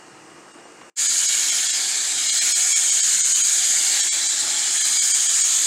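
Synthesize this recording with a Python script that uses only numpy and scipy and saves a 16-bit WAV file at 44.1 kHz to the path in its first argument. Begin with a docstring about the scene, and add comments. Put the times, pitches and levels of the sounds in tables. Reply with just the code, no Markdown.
"""First you hear an open yard from afar: a soft rush of noise, a droning engine and a few knocks.
After a short silence a hose-fed gun hisses close by, as a worker sprays steel pipes.
Air rushes, the pipes resonate under the spray, the nozzle hisses and whistles, and mist fizzes.
Twice the gun swings away and back, and the hiss dulls while the worker's body hides the nozzle.
Now and then the noise thins for an instant to a glassy ring. Both ears hear the same."""
import sys
import numpy as np
from scipy import signal
from scipy.fft import rfft, irfft
from scipy.io import wavfile
from scipy.ndimage import uniform_filter1d, map_coordinates

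SR = 44100
rng = np.random.default_rng(int(sys.argv[2]) if len(sys.argv) > 2 else 0)


def wrap_up_sound(samples):
    """Save the sound to the file named by the first command line argument, as 16-bit audio."""
    columns = np.atleast_2d(samples).T
    # keep every value between -1 and 1, then stretch to whole-number steps
    tamed = np.clip(columns, -1, 1)
    steps = np.round(tamed * 32767).astype(np.int16)
    wavfile.write(sys.argv[1], SR, steps)


N = 249606
T = np.arange(N) / SR

# Levels in the tables are relative: the mix sets the final loudness.
# The yard from afar, with the gun a faint hiss on top: frequency_hz, level_db
YARD_SPECTRUM = [(20, -34), (70, -16), (150, -4.5), (330, 0), (550, -1), (1200, -1.5), (1900, -4.5),
                 (2250, -9), (2850, -8.5), (3200, -15), (3800, -17), (4700, -13), (8500, -10.5),
                 (10300, -28), (16000, -43)]
# The engine's tones: pitch_hz, far_level_db, near_level_db
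ENGINE_TONES = [(154.5, -71, -72), (309.4, -61, -65), (348.5, -58.5, -64.5), (458.5, -66, -77),
                (772, -67, -75), (1226, -68, -78), (2840, -66, -73)]
# Instants when the noise thins to a ring: middle_s, depth_db
RING_MOMENTS = [(.529, 12), (.658, 12), (1.08, 16), (1.275, 14), (1.512, 12), (1.682, 12), (1.722, 14),
                (2.279, 10), (2.317, 13), (2.403, 18), (2.54, 19), (2.745, 19), (2.913, 12), (3.02, 17),
                (3.23, 22), (3.34, 14), (3.43, 14), (4.024, 13), (4.105, 27), (4.282, 13), (4.795, 13),
                (4.835, 13), (4.985, 12), (5.009, 15), (5.132, 15), (5.281, 15), (5.431, 15)]
# Distant knocks: start_s, level_db, pitch_hz, fade_s (time to fall by 60 dB)
DISTANT_KNOCKS = [(.581, -44, 1350, 0.063), (0.597, -40, 1250, 0.045), (0.651, -34, 520, 0.08),
                  (.811, -33.5, 1130, 0.039)]
# Swings of the gun away and back: farthest_s, way_out_s, way_back_s, pipe_echo_lag_ms
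GUN_SWINGS = [(2.02, .44, .40, .49), (4.54, .59, .28, 0.548)]
# Rushing air: frequency_hz, level_db
AIR_SPECTRUM = [(20, -34), (50, -27), (110, -11.5), (160, -10), (330, -1.5), (480, -5.5), (740, 3),
                (980, -1.5), (1250, 5), (1620, -12), (2700, -64)]
# Resonances of the pipes under the spray: pitch_hz, width_hz, level_db
PIPE_RESONANCES = [(1432, 150, -8.5), (1753, 305, -5), (2227, 228, -2), (2920, 230, -5.5), (3187, 380, -5),
                   (3993, 1260, -1), (4717, 335, -1), (5270, 830, -4), (5465, 200, -2.5)]
# The nozzle's hiss: frequency_hz, level_db
NOZZLE_SPECTRUM = [(5500, -37), (5900, -4), (6200, 3), (6700, 2.5), (7300, 3), (7700, 3.5), (8200, 2),
                   (8900, -4), (9500, -14), (10500, -35)]
# That hiss starts a little softer, then grows: time_s, level_db
NOZZLE_RISE = [(1.6, -1.7), (2.42, 0)]
# Fizzing mist: frequency_hz, level_db
MIST_SPECTRUM = [(8500, -44), (9500, -0.5), (10400, 3), (11000, -0.5), (11900, -7), (12900, -9.5),
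                 (13700, -9.5), (14600, -13.5), (16000, -17)]
# A thin, drifting upper whistle: time_s, pitch_hz, level_db
UPPER_WHISTLE = [(1.0, 9720, -37), (1.45, 9900, -43), (1.8, 10450, -38), (2.3, 9880, -39), (2.7, 9730, -32),
                 (3.3, 9550, -49), (4.3, 9000, -45), (5.15, 8810, -27.5), (5.66, 8920, -47)]


def gain_of(db):
    """Turns decibels into a number to multiply by."""
    return 10 ** (np.asarray(db) / 20)


def evened(x):
    """Scales a signal to an average strength (rms) of 1."""
    return x / np.sqrt(np.mean(x ** 2) + 1e-20)


def colour(spectrum):
    """Turns a spectrum table into a gain for any frequency, silent beyond its ends."""
    points_hz, db = np.transpose(spectrum)
    log_points = np.log(points_hz + 1)
    return lambda hz: gain_of(np.interp(np.log(hz + 1), log_points, db, left=-np.inf, right=-np.inf))


def turbulence(shape, patchy_db, drift_db, size=1024):
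    """Shaped noise with quick swirls and narrow bands that drift as echoes shift."""
    hop = size // 4
    real, imag, swirls, drift = rng.standard_normal((4, N // hop + 5, size // 2 + 1))
    # smooth over time (axis 0), then over frequency (axis 1)
    swirls = evened(uniform_filter1d(uniform_filter1d(swirls, size=4, axis=0), size=24, axis=1))
    drift = evened(uniform_filter1d(uniform_filter1d(drift, size=40, axis=0), size=5, axis=1))
    spectra = (real + 1j * imag) * shape(np.fft.rfftfreq(size, 1 / SR))
    spectra *= gain_of(patchy_db * swirls + drift_db * drift)
    return evened(signal.istft(spectra.T, nperseg=size, noverlap=size - hop)[1][:N])


def yard():
    """The soft, steady noise of the open yard from afar."""
    return gain_of(-49.5) * turbulence(colour(YARD_SPECTRUM), patchy_db=0.9, drift_db=0.9, size=2048)


def wander(rate_hz):
    """A smooth random wobble, with up to about rate_hz changes a second."""
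    hz = np.fft.rfftfreq(N, 1 / SR)
    return evened(irfft(rfft(rng.standard_normal(N)) / (1 + (hz / rate_hz) ** 4), N))


def engine(near, waver_hz):
    """The engine drones on steady tones that waver a little in pitch and strength."""
    out = np.zeros(N)
    for pitch_hz, far_db, near_db in ENGINE_TONES:
        strength = gain_of((near_db if near else far_db) + 1.9 * wander(9.8))
        phase = 2 * np.pi * np.cumsum(pitch_hz + waver_hz * wander(5.9)) / SR
        out += strength * np.sqrt(2) * np.sin(phase)
    return out


def glassy_rings(x, low_hz=1560, high_hz=9100, sharpness=2.8, ring_db=-2, size=4096):
    """For an instant the noise drops away and only its strongest tones ring on."""
    out, hz = x.copy(), np.fft.rfftfreq(size, 1 / SR)
    offset_s = (np.arange(size) - size // 2) / SR
    band = 1 / (1 + (low_hz / (hz + 1)) ** 12) / (1 + (hz / high_hz) ** 30)
    band *= (hz / high_hz) ** 0.25  # the ring is brighter than the hiss
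    for middle_s, depth_db in RING_MOMENTS:
        length_s = 0.008 + 0.0006 * depth_db  # the deeper, the longer
        part = out[round(middle_s * SR) - size // 2:][:size]
        spectrum = rfft(part * np.hanning(size))
        local_level = np.sqrt(uniform_filter1d(abs(spectrum) ** 2, size=90).clip(1e-20))
        # each stretch of the spectrum gathers its energy in a few peaks
        peaks = spectrum / local_level * (abs(spectrum) / local_level) ** sharpness
        peaks /= np.sqrt(uniform_filter1d(abs(peaks) ** 2, size=150).clip(1e-20))
        ring = irfft(peaks * local_level * band, size)
        hiss_level = np.std(irfft(rfft(part) * band))
        ring *= gain_of(ring_db) * hiss_level / np.std(ring[abs(offset_s) < length_s])
        noise_left = gain_of(-depth_db * 0.5 ** ((2 * offset_s / length_s) ** 2))
        part[:] = noise_left * part + np.sqrt(1 - noise_left ** 2) * ring
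    return out


def knocks(rise_s=0.0025):
    """Each knock is a short, dull burst of noise around one pitch."""
    out = np.zeros(N)
    for start_s, level_db, pitch_hz, fade_s in DISTANT_KNOCKS:
        age_s = np.maximum(T - start_s, 0)
        band = signal.butter(2, [pitch_hz / 2, pitch_hz * 2], "band", fs=SR, output="sos")
        burst = evened(signal.sosfilt(band, rng.standard_normal(N)))
        envelope = np.exp(-np.log(1000) * age_s / fade_s) * (1 - np.exp(-age_s / rise_s))
        out += gain_of(level_db) * envelope * burst
    return out


def cut_off(end_s, tail_db=-21, fade_s=0.12):
    """A gain that drops at once, leaving a faint, short tail."""
    tail = gain_of(tail_db) * np.exp(-np.log(1000) * np.maximum(T - end_s, 0) / fade_s)
    return np.where(T < end_s, 1, tail)


def fade_in(start_s, length_s):
    """A gain that rises smoothly from 0 to 1."""
    return np.sin(np.pi / 2 * np.clip((T - start_s) / length_s, 0, 1)) ** 2


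def swing(farthest_s, out_s, back_s):
    """One smooth turn of the gun and back: 0 is facing the listener, 1 is turned away."""
    return np.exp(-((T - farthest_s) / np.where(T < farthest_s, out_s, back_s)) ** 2)


def hidden(turn, halfway=0.53, softness=0.14):
    """How much the worker's body hides the nozzle, from 0 to 1."""
    return 1 / (1 + np.exp((halfway - turn) / softness))


def swing_gain(turn, base_db, pipes_db, hidden_db):
    """Adds pipes_db as the spray crosses the pipes, and hidden_db as the nozzle is hidden."""
    on_pipes = np.exp(-((turn - 0.34) / 0.32) ** 2)  # greatest a third of the way round
    return gain_of(base_db + pipes_db * on_pipes + hidden_db * hidden(turn))


def air_rush(turn):
    """Air from the gun makes a low rush, louder when turned away."""
    gain = swing_gain(turn, base_db=-46.5, pipes_db=3.5, hidden_db=4.5)
    return gain * turbulence(colour(AIR_SPECTRUM), patchy_db=1.0, drift_db=2.5, size=2048)


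def pipe_colour(hz, lowest_hz=330):
    """The pipes' broad resonances add up; they give off almost no bass."""
    power = sum((gain_of(level_db) / (1 + ((hz - pitch_hz) / (0.68 * width_hz)) ** 2)) ** 2
                for pitch_hz, width_hz, level_db in PIPE_RESONANCES)
    return np.sqrt(power) * hz ** 2 / (hz ** 2 + lowest_hz ** 2)


def spray_on_pipes(turn):
    """Spray strikes the steel and stirs its resonances."""
    gain = swing_gain(turn, base_db=-26.5, pipes_db=3, hidden_db=0.78)
    return gain * turbulence(pipe_colour, patchy_db=1.48, drift_db=1.67)


def track(rows, column=1):
    """Joins a table's points in time with straight lines."""
    rows = np.asarray(rows)
    return np.interp(T, rows[:, 0], rows[:, column])


def nozzle_hiss(turn):
    """The jet leaves the nozzle with a loud, bright hiss."""
    gain = swing_gain(turn, base_db=-18.5, pipes_db=-0.3, hidden_db=-4) * gain_of(track(NOZZLE_RISE))
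    return gain * turbulence(colour(NOZZLE_SPECTRUM), patchy_db=1.0, drift_db=0.3)


def mist_fizz(turn):
    """The mist fizzes in the highest treble."""
    gain = swing_gain(turn, base_db=-35.5, pipes_db=3, hidden_db=-4.5)
    return gain * turbulence(colour(MIST_SPECTRUM), patchy_db=0.3, drift_db=-2.5)


def whistle(pitch_hz, width_hz):
    """A fuzzy whistle: a narrow band of noise that follows a pitch curve."""
    phase = 2 * np.pi * np.cumsum(pitch_hz) / SR
    return evened(wander(width_hz / 2) * np.cos(phase) + wander(width_hz / 2) * np.sin(phase))


def nozzle_whistles(turn, pitch_hz=6914, rise_hz=227.7):
    """The nozzle's main whistle rises as the gun turns away; a fainter one drifts above it."""
    main = whistle(pitch_hz + rise_hz * turn ** 2, width_hz=690)
    main *= swing_gain(turn, base_db=-20.5, pipes_db=-3.5, hidden_db=-7)
    upper = whistle(track(UPPER_WHISTLE, column=1), width_hz=570)
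    upper *= swing_gain(turn, base_db=track(UPPER_WHISTLE, column=2), pipes_db=-2, hidden_db=-4)
    return main + upper


def spray_gun():
    """All the gun's sounds follow its swings; the high ones flutter with the flow."""
    turn = sum(swing(farthest_s, out_s, back_s) for farthest_s, out_s, back_s, _ in GUN_SWINGS)
    low = air_rush(turn) * air_puff() + spray_on_pipes(turn)
    high = nozzle_hiss(turn) + mist_fizz(turn) + nozzle_whistles(turn)
    flutter_db = 0.3 * wander(18) + 0.46 * wander(400)
    return low + high * gain_of(flutter_db)


def delayed(x, lag_ms):
    """The same sound a little later; the lag may change over time."""
    return map_coordinates(x, [(T - lag_ms / 1000) * SR], order=5)


def with_echoes(x, ground_db=-18, pipes_db=-16.5, pipes_top_hz=11500, slide_ms_per_s=0.08):
    """A ground echo colours the hiss; the pipes add a duller one while the nozzle is hidden."""
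    out = x + gain_of(ground_db) * delayed(x, lag_ms=1.208)
    hz = np.fft.rfftfreq(N, 1 / SR)
    dull = irfft(rfft(x) / (1 + (hz / pipes_top_hz) ** 10), N)
    for farthest_s, out_s, back_s, lag_ms in GUN_SWINGS:
        # an echo weakens evenly spaced pitches, which slide down as its lag grows
        echo = delayed(dull, lag_ms + slide_ms_per_s * (T - farthest_s))
        out += gain_of(pipes_db) * hidden(swing(farthest_s, out_s, back_s)) * echo
    return out


def air_puff(start_s=4.40, rise_s=0.035, fade_s=0.1, boost_db=8):
    """A gain for one puff near the far end of the second swing: the air swells and sinks back."""
    age_s = np.maximum(T - start_s, 0)
    return gain_of(boost_db * np.minimum(age_s / rise_s, np.exp((rise_s - age_s) / fade_s)))


def scene(far_db=3, near_db=-1.82):
    """The yard from afar, then the gun close by."""
    far = yard() + engine(near=False, waver_hz=3.3)
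    far *= gain_of(far_db) * cut_off(end_s=0.899)
    near = with_echoes(spray_gun()) + engine(near=True, waver_hz=2.77)
    near *= gain_of(near_db) * fade_in(start_s=0.956, length_s=0.049)
    mono = glassy_rings(far + near) + knocks()
    return np.tile(mono, (2, 1))


def record(dry, top_hz=15850):
    """Cuts away the treble above top_hz."""
    low_pass = signal.firwin(511, top_hz, window=("kaiser", 9), fs=SR)
    return signal.oaconvolve(dry, low_pass[None], "same")


dry = scene()
out = record(dry)
wrap_up_sound(out)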